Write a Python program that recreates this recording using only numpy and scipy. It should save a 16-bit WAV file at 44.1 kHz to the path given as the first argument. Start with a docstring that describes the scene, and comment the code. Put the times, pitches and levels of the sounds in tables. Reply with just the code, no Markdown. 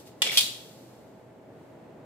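"""A plastic ruler is set down on a paper-covered table in a quiet room.
At 0.22 s its edge strikes: a few quick cracks, and the ruler's modes ring.
The edge skids, catching and slipping, with soft knocks. At 0.37 s the whole ruler slaps flat,
chatters and rings again. It is then nudged over the paper with a soft, fading hiss.
A low rush of air and a faint hum, there from the start, remain."""
import sys
import numpy as np
from scipy import signal
from scipy.fft import rfft, irfft
from scipy.io import wavfile

SR = 44100
rng = np.random.default_rng(int(sys.argv[2]) if len(sys.argv) > 2 else 0)


def pcm_store(signal):
    """Save signal as 16-bit PCM."""
    levels = np.round(np.clip(np.atleast_2d(signal), -1, 1) * 32767)
    wavfile.write(sys.argv[1], SR, levels.astype(np.int16).T)


N = 90404
T = np.arange(N) / SR

# contacts, edge first, then flat: start_s, level_db
EDGE_CONTACTS = [(.2195, 3.5), (.2217, 0.5), (.2240, -3), (.2258, -4)]
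FLAT_CONTACTS = [(.3732, 7.5), (.3759, 2), (.3808, 6.5), (.3860, 1), (.3893, 0), (.3922, 1), (.4040, -5.5),
                 (.4090, 1.5), (.4165, -9)]
# ring after each clack: start_s, level_db, flat_share, hold_s, pan_db
CLACK_RINGS = [(0.2194, -20.5, 0., 0.0041, -1.5), (0.3726, -17, 0.93, .017, 0)]
# ruler modes: pitch_hz, edge_db, flat_db, linger_db
RULER_MODES = [(1962, -9, -32, -40), (2368, -10, -26, -28), (2454, -24, -9, -21), (2845, -1, -22, -34),
               (2915, -16, -12, -28), (3094, -22, -10, -30), (3248, -8, 0, -7.5), (3355, -1, -16, -15),
               (3480, 1, -5, -16), (3600, -14, -12, -19), (3952, -24, -12, -22), (4126, -8, -18, -26),
               (4268, -22, -12, -17), (4695, -8, -12, -24), (4945, -26, -14, -30), (5054, -26, -11, -28),
               (5410, -9, -12, -27), (5915, -11, -15, -24), (7210, -11, -21, -18), (7888, -18, -16, -23),
               (10898, -26, -13, -30)]
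# knocks in the skid: start_s, level_db, pitch_hz
SKID_KNOCKS = [(.2690, -10, 3400), (.2730, -11, 2600), (.2957, -4, 2250), (.3075, -8, 3450),
               (.3198, -11, 1950)]
# envelopes: time_s, level_db
SKID_ENVELOPE = [(.222, -48), (.245, -41), (.272, -31), (.288, -40.5), (.33, -38.5), (.352, -40.5),
                 (.372, -44.5), (.42, -44.5), (.47, -86)]
SLIDE_ENVELOPE = [(0, -52), (.045, -66.5), (.075, -52.5), (.13, -81), (.2, -67), (.305, -60), (.32, -34),
                  (.365, -34.5), (.52, -51), (.62, -54.5), (.76, -60.5), (.93, -65), (1.04, -70),
                  (1.42, -82.5), (1.63, -74.5), (2.05, -89)]
AIR_ENVELOPE = [(0, -50.5), (.8, -51), (1.05, -50.5), (1.35, -52), (1.6, -49.5), (2.05, -49)]
# spectral shapes: freq_hz, relative_db
EDGE_SPECTRUM = [(40, -47.5), (130, -22.5), (450, -12.5), (700, -13.5), (950, -8), (1250, -13),
                 (2100, -8.5), (3200, -2), (4500, -4), (6200, -7.5), (7800, -6), (11500, -13.5),
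                 (13500, -20.5), (16000, -20.5)]
FLAT_SPECTRUM = [(40, -46.5), (130, -30.5), (500, -19), (1100, -17), (1900, -17), (2800, -3), (3900, 2.5),
                 (5200, -3.5), (6200, -5), (7800, -6), (11300, -9), (13700, -14.5), (16000, -11)]
SKID_SPECTRUM = [(40, -35.5), (130, -12.5), (300, -13), (480, -1), (750, -6), (1050, -15.5), (1600, -10),
                 (2300, 0), (3100, 0.5), (4100, -6.5), (5100, -3.5), (6500, -13), (16000, -23)]
SLIDE_SPECTRUM = [(500, -15.5), (2200, -4), (4200, 0.5), (5800, -2), (7800, -2), (10000, -7.5),
                  (13000, -4.5), (16000, -11.5)]
AIR_SPECTRUM = [(20, -32), (40, -20), (70, -14), (95, -5), (130, 0.01), (190, -1), (280, 0), (480, -1),
                (660, -4), (900, -10), (1200, -17), (2000, -21), (3200, -29), (5500, -38), (7600, -37),
                (10000, -43), (16000, -42)]
# room decay: freq_hz, t60_s
ROOM_DECAY = [(200, .5), (1000, 0.34), (3300, .5), (7500, 0.39), (11000, .38), (16000, 0.33)]
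# left-right likeness of the air: freq_hz, correlation
AIR_CORRELATION = [(30, .85), (120, .95), (300, .85), (700, .62), (1500, .35), (16000, .1)]
# hum partials: pitch_hz, rms_db
HUM_PARTIALS = [(121, -63.5), (639, -63), (860, -70.5)]

CRACK_T60_S, EDGE_PAN_DB, FLAT_PAN_DB = .028, .5, .94
RING_T60_S, LINGER_DB, LINGER_T60_S = .06, -3.5, .52
SKID_GRAINS_PER_S, SKID_RING_DB = 2500, .5
KNOCK_RISE_S, KNOCK_T60_S = .0008, .012
ROOM_DB, ROOM_GAP_S, ROOM_BUILD_S, REFLECTIONS_PER_S = -5, .006, .008, 5000
PORT_LAG_S, PORT_CORRELATION, PORT_PHASE_TURNS = .0001, .46, 1 / 4
CUTOFF_HZ = 15700


def cracks(contacts, spectrum, pan_db):
    """Each contact shakes the plastic: a dense broadband burst, gone in milliseconds."""
    out, t = np.zeros((2, N)), T[:4096]
    fade = amp(-60 * t / CRACK_T60_S)
    for start_s, level_db in contacts:
        bins = rfft(ports(rng.standard_normal((2, len(t)))) * fade)
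        whitened = irfft(bins / (abs(bins) + 1e-12), len(t))
        add(out, start_s, amp(level_db) * unit_energy(whitened * np.sqrt(fade)))
    return colour(out, spectrum) * pan(pan_db)


def ringing():
    """Chatter holds the modes up briefly; they drop fast, then linger faintly in the room."""
    out, t = np.zeros((2, N)), T[:SR]
    for start_s, level_db, flat_share, hold_s, pan_db in CLACK_RINGS:
        fade = amp(-60 * np.maximum(t - hold_s, 0) / RING_T60_S)
        linger = amp(LINGER_DB - 60 * t / LINGER_T60_S) * (1 - fade)
        add(out, start_s, amp(level_db) * modes(flat_share, t, fade, linger) * pan(pan_db))
    return out


def modes(flat_share, t, fade, linger=0):
    """Ruler modes, weighted by how it lies: 0 on edge, 1 flat."""
    out = np.zeros((2, len(t)))
    for pitch_hz, edge_db, flat_db, linger_db in RULER_MODES:
        struck_db = edge_db + flat_share * (flat_db - edge_db)
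        out += (amp(struck_db) * fade + amp(linger_db) * linger) * tone(pitch_hz, t)
    return out


def skid():
    """The edge catches and slips: tiny grains and a few knocks excite the plastic."""
    t = T[:SR // 10]
    grains = ports(sparse_noise(N, SKID_GRAINS_PER_S, masks=1))
    scrape = unit_rms(colour(grains, SKID_SPECTRUM))
    ring = unit_rms(convolve(grains, modes(0, t, amp(-60 * t / RING_T60_S))))
    skidding = (T > SKID_ENVELOPE[0][0]) & (T < SKID_ENVELOPE[-1][0])
    out = (scrape + amp(SKID_RING_DB) * ring) * envelope(SKID_ENVELOPE) * skidding
    knock_shape = (1 - np.exp(-t / KNOCK_RISE_S)) * amp(-60 * t / KNOCK_T60_S)
    for start_s, level_db, pitch_hz in SKID_KNOCKS:
        knock = tone(pitch_hz, t) * knock_shape
        add(out, start_s, amp(level_db) * knock / np.linalg.norm(knock[0]))
    return out


def slide():
    """Soft hiss of plastic and hand moving over paper."""
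    friction = ports(rng.standard_normal((2, N)))
    return unit_rms(colour(friction, SLIDE_SPECTRUM)) * envelope(SLIDE_ENVELOPE)


def room(x):
    """Sparse reflections of random sign; each band decays at its own rate."""
    hz, t, bins = signal.stft(sparse_noise(SR, REFLECTIONS_PER_S, masks=2), SR, nperseg=256)
    decay = amp(-60 * t / at_hz(ROOM_DECAY, hz)[:, None])
    tail = signal.istft(bins * decay, SR)[1][:, :SR]
    build = np.clip((T[:SR] - ROOM_GAP_S) / ROOM_BUILD_S, 0, 1)
    return amp(ROOM_DB) * convolve(x, unit_energy(tail * build))


def air():
    """Low rush of room air, near mono in the bass."""
    hz = np.fft.rfftfreq(N, 1 / SR)
    left, independent = rfft(rng.standard_normal((2, N)))
    right = blend(left, independent, at_hz(AIR_CORRELATION, hz))
    rush = irfft(np.array([left, right]) * amp(at_hz(AIR_SPECTRUM, hz)), N)
    return unit_rms(rush) * envelope(AIR_ENVELOPE)


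def hum():
    """Faint steady sines, mono."""
    return sum(amp(rms_db) * np.sqrt(2) * np.sin(2 * np.pi * (pitch_hz * T + rng.random()))
               for pitch_hz, rms_db in HUM_PARTIALS)


def ports(noise):
    """Two microphone ports hear partly the same sound, the right one later."""
    delayed = np.roll(noise[0], round(PORT_LAG_S * SR))
    return np.array([noise[0], blend(delayed, noise[1], PORT_CORRELATION)])


def tone(hz, t):
    """A sine reaching the two ports out of step."""
    phase_turns = rng.random() + np.array([[0], [rng.choice([-1, 1]) * PORT_PHASE_TURNS]])
    return np.sin(2 * np.pi * (hz * t + phase_turns))


def sparse_noise(samples, rate_per_s, masks):
    """Random stereo impulses; timing shared (1 mask) or per channel (2)."""
    return rng.standard_normal((2, samples)) * (rng.random((masks, samples)) < rate_per_s / SR)


def colour(x, spectrum, size=2048):
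    """Causal unit-energy filter with the given spectrum."""
    log_gain = np.log(amp(at_hz(spectrum, abs(np.fft.fftfreq(size, 1 / SR)))))
    minimum_phase = np.exp(np.conj(signal.hilbert(log_gain)))
    taps = np.fft.ifft(minimum_phase).real[:size // 2]
    return convolve(x, unit_energy(taps))


def blend(shared, independent, correlation):
    return correlation * shared + np.sqrt(1 - correlation ** 2) * independent


def amp(db):
    return 10 ** (np.asarray(db) / 20)


def unit_rms(x):
    return x / np.sqrt(np.mean(x ** 2) + 1e-20)


def unit_energy(x):
    return x / np.linalg.norm(x, axis=-1, keepdims=True)


def at_hz(points, hz):
    """Table lookup on a log-frequency axis."""
    freq_hz, value = np.transpose(points)
    return np.interp(np.log(hz + 1), np.log(freq_hz + 1), value)


def envelope(points):
    return amp(np.interp(T, *np.transpose(points)))


def pan(left_over_right_db):
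    return amp(np.array([[left_over_right_db], [-left_over_right_db]]) / 2)


def add(mix, start_s, sound):
    part = mix[:, round(start_s * SR):][:, :sound.shape[1]]
    part += sound[:, :part.shape[1]]


def convolve(x, response):
    return signal.fftconvolve(x, np.atleast_2d(response), axes=1)[:, :N]


def scene():
    """Ruler, room, background."""
    edge_strike = cracks(EDGE_CONTACTS, EDGE_SPECTRUM, EDGE_PAN_DB)
    flat_slap = cracks(FLAT_CONTACTS, FLAT_SPECTRUM, FLAT_PAN_DB)
    ruler = edge_strike + flat_slap + skid() + slide()
    return ruler + room(ruler) + ringing() + air() + hum()


def record(dry):
    """Low-pass band limit."""
    lowpass = signal.firwin(255, CUTOFF_HZ, window=("kaiser", 8), fs=SR)
    return signal.oaconvolve(dry, lowpass[None], "same")


dry = scene()
out = record(dry)
pcm_store(out)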